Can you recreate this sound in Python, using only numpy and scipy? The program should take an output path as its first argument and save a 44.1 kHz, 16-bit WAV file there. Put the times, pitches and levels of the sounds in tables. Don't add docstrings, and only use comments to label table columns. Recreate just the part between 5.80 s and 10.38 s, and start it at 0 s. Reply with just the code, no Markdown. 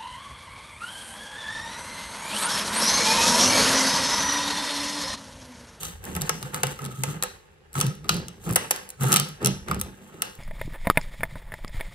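import sys
import numpy as np
from scipy import signal
from scipy.fft import rfft, irfft, next_fast_len
from scipy.io import wavfile

SR = 44100
rng = np.random.default_rng(int(sys.argv[2]) if len(sys.argv) > 2 else 0)


def unload_audio(sound):
    columns = np.transpose(np.atleast_2d(sound))
    steps = np.round(np.clip(columns, -1, 1) * 32767)
    wavfile.write(sys.argv[1], SR, steps.astype(np.int16))


def magnitude_from_level(level_db):
    exponent = np.asarray(level_db, float) / 20
    return 10 ** exponent


N = 202181

# [f/Hz, width/Hz, level/dB]
SNAP_MODES = [(8550, 2770, 1.5), (10010, 1600, -1), (12000, 2700, -4.5), (15400, 670, -18.5)]
# [f/Hz, width/Hz, level/dB]
KNOCK_MODES = [(2925, 278, -9.5), (3800, 1320, -1.5), (4770, 5600, -36), (6020, 710, -3)]
# [f/Hz, width/Hz, level/dB]
PLATE_MODES = [(477.5, 60.5, -6), (631, 84, -16.5), (735, 65, -12.5), (885, 56, -9), (1095, 233, -3),
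               (1630, 266, 1.5), (1940, 200, -3), (2750, 520, -1)]
# [f/Hz, width/Hz, level/dB]
RIM_MODES = [(1282.7, 61.4, -3.5), (1394, 200, -5.5)]
# [t/s, snap peak level/dB, then knock, plate ring, rim note: dB re snap]
LONE_CRACKS = [(0.3642, -25.5, -17, 1, -5.5), (0.4186, -21, -3.5, -7, -38), (0.494, -15, -2.5, -1.5, -6),
               (0.6278, -28, -2.5, -6, -8), (0.7446, -22, -5.5, -4.5, -5.5), (0.8334, -14, -0.5, 2.5, -15),
               (1.236, -17.5, 0, -2, -13.5), (1.4254, -16.5, -4.5, -10.5, -8.5),
               (1.436, -17, -31, -4.5, -12), (2.293, -14.5, 5, -5, 4), (2.759, -8.5, -12, -5.5, -17.5),
               (2.7617, -8, -10, -4, -12), (2.909, -11.5, -26, -6, -23), (2.9117, -12, -4, -12, -44),
               (3.9128, -25.5, -13, -8, 7), (4.0136, -17.5, -14, -15, -17.5),
               (4.4208, -12.5, -6.5, -14.5, -12.5)]
# [full tear t/s, hold/s, tearing level/dB, depth/dB (heavy pulls creak low), rim rub/dB re tear]
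HAND_PULLS = [(0.01, 0.049, -36, -8, -12), (0.239, 0.24, -35.5, -2, -34), (0.52, 0.15, -41, -1.5, -14),
              (0.738, 0.0081, -31, -0.5, -2), (0.887, 0.021, -35.5, -3.7, -13),
              (1.001, 0.05, -38.5, 1.2, 2), (1.112, 0.18, -43, -7, 2), (1.268, 0.047, -37, -1.5, 3),
              (1.96, 0.043, -29.5, -2.5, 2), (2.056, 0.024, -60, 22.5, -9), (2.244, 0.019, -45, 7, -15),
              (2.31, 0.041, -38, 8.5, -21), (2.499, 0.17, -52, 3.5, -15), (2.625, 0.03, -43, -4.5, -14),
              (2.666, 0.033, -31, 4.5, -2), (3.217, 0.13, -25, -2.5, 3.5), (3.619, 0.043, -32.5, 7.8, -2),
              (3.884, 0.029, -31.5, 6.5, -3), (4.03, 0.03, -52.5, 13, 3), (4.143, 0.146, -49, 0.5, -9),
              (4.318, 0.083, -46.5, 2.5, -1)]


def cracks():
    # [t/s, snap peak level/dB]
    crack_runs = [(0.0325, -25), (0.052, -27.5), (0.3519, -27.5), (0.412, -26), (0.8687, -25),
                  (1.0196, -40), (1.0435, -38), (1.0513, -30), (1.061, -32), (1.9841, -28), (2.0026, -20),
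                  (2.0121, -14), (2.0662, -28), (2.367, -33), (2.4836, -30.5), (2.9614, -28), (3.2421, -32),
                  (3.32, -12.5), (3.3475, -28), (3.3277, -7.5), (3.3408, -11.5), (3.3612, -6.5),
                  (3.3685, -12.5), (3.3987, -12.5), (3.6474, -15), (3.6598, -11.5), (3.6712, -16),
                  (3.9456, -31.5)]
    # [t/s, snap peak level/dB]
    fibre_ticks = [(0.075, -46), (0.241, -34), (0.2527, -31.5), (0.7632, -32), (1.9309, -38), (1.9414, -34),
                   (1.9913, -25), (2.1525, -46), (2.343, -27), (2.64, -43), (2.6464, -45), (2.651, -40),
                   (2.6915, -30), (2.7097, -27), (2.7262, -26), (2.7347, -28), (2.7495, -33),
                   (3.0906, -31.5), (3.1034, -28.5), (3.2094, -30), (3.2185, -32), (3.225, -35),
                   (3.2348, -21.5), (3.2847, -28), (3.4876, -34), (3.9941, -37), (3.9992, -30),
                   (4.036, -43), (4.553, -40.5)]
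    # [t/s, snap peak level/dB]
    flange_slips = [(0.1076, -52.5), (0.6505, -49), (0.9903, -40), (1.1172, -54.5), (1.9537, -36),
                    (1.9786, -38), (2.2445, -47), (2.2846, -41.5), (2.6626, -53), (2.7002, -42),
                    (3.1919, -70), (3.201, -60), (3.6278, -38), (3.8846, -36.5), (3.8913, -55)]
    # knock, plate ring, rim note (dB re snap)
    kinds = [(crack_runs, (-3.5, -22, -13.5)),
             (fibre_ticks, (-14.5, -19.5, -46)),
             (flange_slips, (0, 1.5, 8))]
    events = list(LONE_CRACKS)
    for rows, colour in kinds:
        events += [(*row, *colour) for row in rows]
    s, snap_db, knock_db, ring_db, rim_db = np.transpose(events)
    at = np.round(s * SR).astype(int)
    dulling = -.6 * np.clip(knock_db + 4, -15, 8)
    snap = strike(at, snap_db + 5.5, SNAP_MODES, rise_s=.0005, tear_s=.001, spread_db=1.2, tilt_db=dulling)
    knock = strike(at, snap_db + knock_db + 2.5, KNOCK_MODES, rise_s=.0005, tear_s=.0014, spread_db=2.5)
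    ring = strike(at + 20, snap_db + ring_db - 7.5, PLATE_MODES, rise_s=.000079, tear_s=.0025, spread_db=.5)
    rim = strike(at + 30, snap_db + rim_db + 1, RIM_MODES, rise_s=.001, tear_s=.0033, spread_db=2.5)
    return pair(snap, .3) + pair(knock, .6) + pair(ring, .5) + pair(rim, .15)


def strike(at, level_db, modes, rise_s, tear_s, spread_db, tilt_db=0):
    length, lead = 640, 128
    t = (np.arange(length) - lead) / SR
    shape = np.where(t < 0, np.exp(t / rise_s), np.exp(-t / tear_s) + .22 * np.exp(-t / .0075))
    shape += 1.2 * np.exp(-np.abs(t) / .00015)
    bins_hz = np.fft.rfftfreq(length, 1 / SR)
    place = at[:, None] + np.arange(length) - lead
    out = np.zeros((2, N))
    for hz, width, mode_db in modes:
        tear = rng.standard_normal((len(at), 2, length)) * shape
        near = 1 / (1 + (2 * (bins_hz - hz) / (width + 70)) ** 2)
        felt = (np.abs(rfft(tear)) ** 2 * near).sum(axis=2, keepdims=True) / near.sum()
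        chance_db = spread_db * rng.standard_normal(len(at))
        gain_db = level_db + mode_db + tilt_db * np.log2(hz / modes[1][0]) + chance_db
        tear *= magnitude_from_level(gain_db)[:, None, None] / np.sqrt(felt)
        force = np.zeros((2, N))
        np.add.at(force, (slice(None), place), tear.transpose(1, 0, 2))
        out += resonate(force, hz, width)
    return out


def peel():
    # [f/Hz, width/Hz, level/dB]
    deep_modes = [(218.3, 105.4, 1.5), (316, 64.3, -2.5), (379, 87, -1)]
    _, snap_db, knock_db, ring_db, rim_db = np.transpose(LONE_CRACKS)
    *_, depth_db, rub_db = np.transpose(HAND_PULLS)

    crackle = tearing(-depth_db, 187, -69, snap_db - 22.5 + .59 * knock_db)
    creak = tearing(0, 116.5, -57, snap_db - 18.5 + .27 * ring_db)
    rub = tearing(rub_db, 160.5, -89, snap_db + rim_db - 33)
    deep = tearing(depth_db, 160.5, -65.5, snap_db - 36)

    fine = grains(2500, size_db=3.5)
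    bright = rms_one(body(fine, SNAP_MODES) + magnitude_from_level(-8.5) * body(fine, KNOCK_MODES))
    plate = rms_one(body(grains(800, size_db=3.5), PLATE_MODES))
    rim = rms_one(body(grains(1500, size_db=3), RIM_MODES))
    low = rms_one(body(grains(300, size_db=3.5), deep_modes))
    return (magnitude_from_level(-10.5) * crackle * pair(bright, .46)
            + magnitude_from_level(-8.5) * creak * pair(plate, .78)
            + magnitude_from_level(-9) * rub * pair(rim, .17)
            + magnitude_from_level(-6) * deep * pair(low, .068))


def tearing(lean_db, fade_db_per_s, rest_db, fray_db):
    s, hold, db = np.transpose(HAND_PULLS)[:3]
    pulled = swells(s, db + lean_db, 800, fade_db_per_s, rest_db, hold, swell_db=3.5)
    frayed = swells(np.transpose(LONE_CRACKS)[0] + .008, fray_db, 2000, 109, -120)
    return np.sqrt(magnitude_from_level(pulled) ** 2 + magnitude_from_level(frayed) ** 2)


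def grains(per_s, size_db):
    sizes = magnitude_from_level(size_db * np.minimum(rng.exponential(1, (2, N)), 4))
    signs = rng.choice([-1, 1], (2, N))
    breaks = rng.random((2, N)) < per_s * magnitude_from_level(4 * drift(25)) / SR
    return sizes * signs * breaks


def flex():
    # [onset t/s, pitch f/Hz, groan level/dB, hold/s]
    shell_swings = [(0.01, 162.2, -46, 0.098), (0.365, 167.6, -31, 0.013), (0.407, 154.7, -31, 0.032),
                    (0.508, 162.8, -38, 0.057), (0.638, 138.8, -34, 0.027), (0.739, 150.6, -36.5, 0.032),
                    (0.84, 139.7, -31.5, 0.042), (0.91, 141.8, -41, 0.017), (1.018, 132.8, -33.5, 0.054),
                    (1.11, 125.2, -39, 0.03), (1.191, 132.8, -31.5, 0.055), (1.278, 150, -28.5, 0.027),
                    (1.359, 148.4, -36, 0.014), (1.42, 159, -43, 0.008), (1.968, 147.6, -25, 0.024),
                    (2.046, 141.8, -23, 0.04), (2.15, 157.4, -45, 0.13), (2.312, 166.4, -30, 0.082),
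                    (2.465, 174.3, -44.5, 0.042), (2.669, 163.4, -28.5, 0.056), (2.794, 168, -49, 0.02),
                    (2.867, 169, -51, 0.011), (3.215, 129.6, -21.5, 0.057), (3.313, 155.7, -26.5, 0.029),
                    (3.385, 144.8, -29.5, 0.045), (3.496, 155, -38.5, 0.034), (3.643, 140.1, -24, 0.018),
                    (3.666, 136.5, -23, 0.023), (3.901, 150.4, -31.5, 0.028)]
    # [t/s, f/Hz, level/dB]
    joining_tones = [
        [(2.62, 126.4, -55), (2.676, 137, -69), (2.714, 114, -21.5), (2.82, 127, -80)],
        [(3.61, 424.5, -43), (3.66, 412, -29.5), (3.71, 415, -52)],
    ]
    s, swing_hz, peak_db, hold = np.transpose(shell_swings)
    hz = np.interp(np.arange(N) / SR, s + hold / 2, swing_hz)
    groan_db = swells(s, peak_db, 1118, 451, -67.5, hold, swell_db=1)
    phase = 2 * np.pi * np.cumsum(hz * (1 + .057 * drift(44.6))) / SR
    swing = np.sin(phase) + magnitude_from_level(-21.5) * np.sin(2 * phase + 1) + magnitude_from_level(-21.5) * np.sin(3 * phase)
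    groan = magnitude_from_level(-12) * rms_one(band(rng.standard_normal((2, N)), 100, 220))
    groan[0] += np.sqrt(2) * swing * magnitude_from_level(1.2 * drift(15))
    return magnitude_from_level(groan_db) * pair(groan, .83) + sum(map(joining, joining_tones))


def joining(rows):
    first, last = rows[0], rows[-1]
    hz, level_db = in_time([(first[0] - .03, first[1], -90), *rows, (last[0] + .03, last[1], -90)])
    return np.sqrt(2) * magnitude_from_level(level_db) * np.sin(2 * np.pi * np.cumsum(hz) / SR)


def grip():
    # [t/s, level/dB]
    grip_levels = [(0.0, -53), (0.06, -48), (0.41, -40.5), (0.51, -52.5), (1.42, -53.5), (1.82, -64.5),
                   (2.03, -49), (2.17, -58.5), (2.35, -42), (2.56, -61), (2.7, -40.5), (2.83, -60.5),
                   (3.11, -63.5), (3.2, -56), (3.49, -58), (3.99, -36.5), (4.21, -65.5), (4.58, -56.5)]
    level_db, = in_time(grip_levels)
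    rumble = rms_one(band(band(rng.standard_normal((2, N)), 36, 105), 30, 115))
    return magnitude_from_level(level_db + 1.5) * pair(rumble, .22)


def ports(x):
    # [f/Hz, left leads by/rad]
    phase_lead = [(0, 0), (1210, -0.8), (1640, -3.6), (2930, -8.7), (7150, -1.6), (8530, 0.7), (9390, 2.8),
                  (10200, 3.9), (11800, 7.0), (12700, 9.1), (13400, 9.7), (14500, 12.4), (16100, 14.2),
                  (16500, 12.8)]
    # [f/Hz, left over right/dB]
    level_tilt = [(60, 1), (110, 0.5), (200, -2.5), (380, 1.5), (700, -5), (1290, -1), (2380, 0.5),
                  (4400, 1.5), (8120, 0.0), (15000, -0.5)]
    size = next_fast_len(N + 4096)
    hz = np.arange(size // 2 + 1) * SR / size
    gain = magnitude_from_level(np.interp(hz, *np.transpose(level_tilt)) / 2)
    half = gain * np.exp(.5j * np.interp(hz, *np.transpose(phase_lead)))
    return irfft(rfft(x, size) * np.array([half, 1 / half]), size)[:, :N]


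def workshop(x):
    # [f/Hz, t60/s, level/dB]
    tail_bands = [(150, 0.23, -18.5), (425, 0.32, -38), (860, 0.23, -36), (2500, 0.33, -36.5),
                  (4620, 0.41, -37.5), (8770, 0.44, -49), (13100, 0.45, -52.5)]
    t = np.arange(SR) / SR
    white = rng.standard_normal((2, 2, SR))
    tail = np.zeros((2, SR))
    for k, (hz, t60, db) in enumerate(tail_bands):
        tail += magnitude_from_level(db - 60 * t / t60) * band(white[k % 2], hz / 1.63, hz * 1.327)
    tail = pair(tail, .3) * (1 - np.exp(-t / .002))
    return signal.fftconvolve(x, tail, axes=1)[:, :N]


def room_floor():
    # [f/Hz, level/dB per Hz]
    floor_curve = [(18, -39), (30, -71.5), (121, 10.5), (259, -8), (461, 13), (666, -16.5), (2010, -6),
                   (3580, -12), (11100, -24.5), (16000, -46)]
    edges = 30 * 2 ** np.arange(0, 9.6, .5)
    white = rng.standard_normal((2, 2, N))
    hz, db = np.transpose(floor_curve)
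    level_db = np.interp(np.log(edges * 2 ** .25), np.log(hz), db)
    noise = np.zeros((2, N))
    for k in range(len(edges) - 1):
        noise += magnitude_from_level(level_db[k]) * band(white[k % 2], edges[k], edges[k + 1])
    return magnitude_from_level(-61.5) * rms_one(noise)


def swells(s, peak_db, rise, fade, rest_db, hold=0, swell_db=0):
    step = 32
    t = np.arange(0, N + step, step)[:, None] / SR - s
    hold = np.maximum(hold, 1e-4)
    growth = swell_db * (np.clip(t / hold, 0, 1) - 1)
    db = peak_db + growth + rise * np.minimum(t, 0) - fade * np.maximum(t - hold, 0)
    total = 10 * np.log10((magnitude_from_level(db) ** 2).sum(axis=1) + magnitude_from_level(rest_db) ** 2)
    return np.interp(np.arange(N) / step, np.arange(len(total)), total)


def body(force, modes):
    return sum(magnitude_from_level(db) * resonate(force, hz, width) * (-1) ** k for k, (hz, width, db) in enumerate(modes))


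def resonate(x, hz, width):
    r, w = np.exp(-np.pi * width / SR), 2 * np.pi * hz / SR
    return signal.lfilter([.5, 0, -.5], [1, -2 * r * np.cos(w), r * r], x + 1e-18) * 2


def pair(two, unlike):
    return np.array([two[0] + unlike * two[1], two[0] - unlike * two[1]])


def drift(rate):
    r = np.exp(-2 * np.pi * rate / SR)
    slow = signal.lfilter([1], [1, -2 * r, r * r], rng.standard_normal(N + SR))
    return rms_one(slow[SR:])


def band(x, low_hz, high_hz):
    return signal.sosfilt(signal.butter(2, [low_hz, min(high_hz, .45 * SR)], "band", fs=SR, output="sos"), x)


def rms_one(x):
    return x / np.sqrt(np.mean(x ** 2) + 1e-20)


def in_time(rows):
    s, *columns = np.transpose(rows)
    return [np.interp(np.arange(N) / SR, s, c) for c in columns]


def scene():
    bond = cracks() + peel()
    return ports(bond + workshop(bond) + flex() + grip()) + room_floor()


def band_limit(x):
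    return signal.sosfilt(signal.butter(12, 16970, fs=SR, output="sos"), x)


def record(dry):
    soft = .9 * np.tanh(dry / .9)
    cut = signal.sosfilt(signal.butter(2, 40, "high", fs=SR, output="sos"), soft)
    cut = signal.sosfilt(signal.cheby2(10, 60, 16900, fs=SR, output="sos"), cut)
    return band_limit(cut)


dry = scene()
out = record(dry)
unload_audio(out)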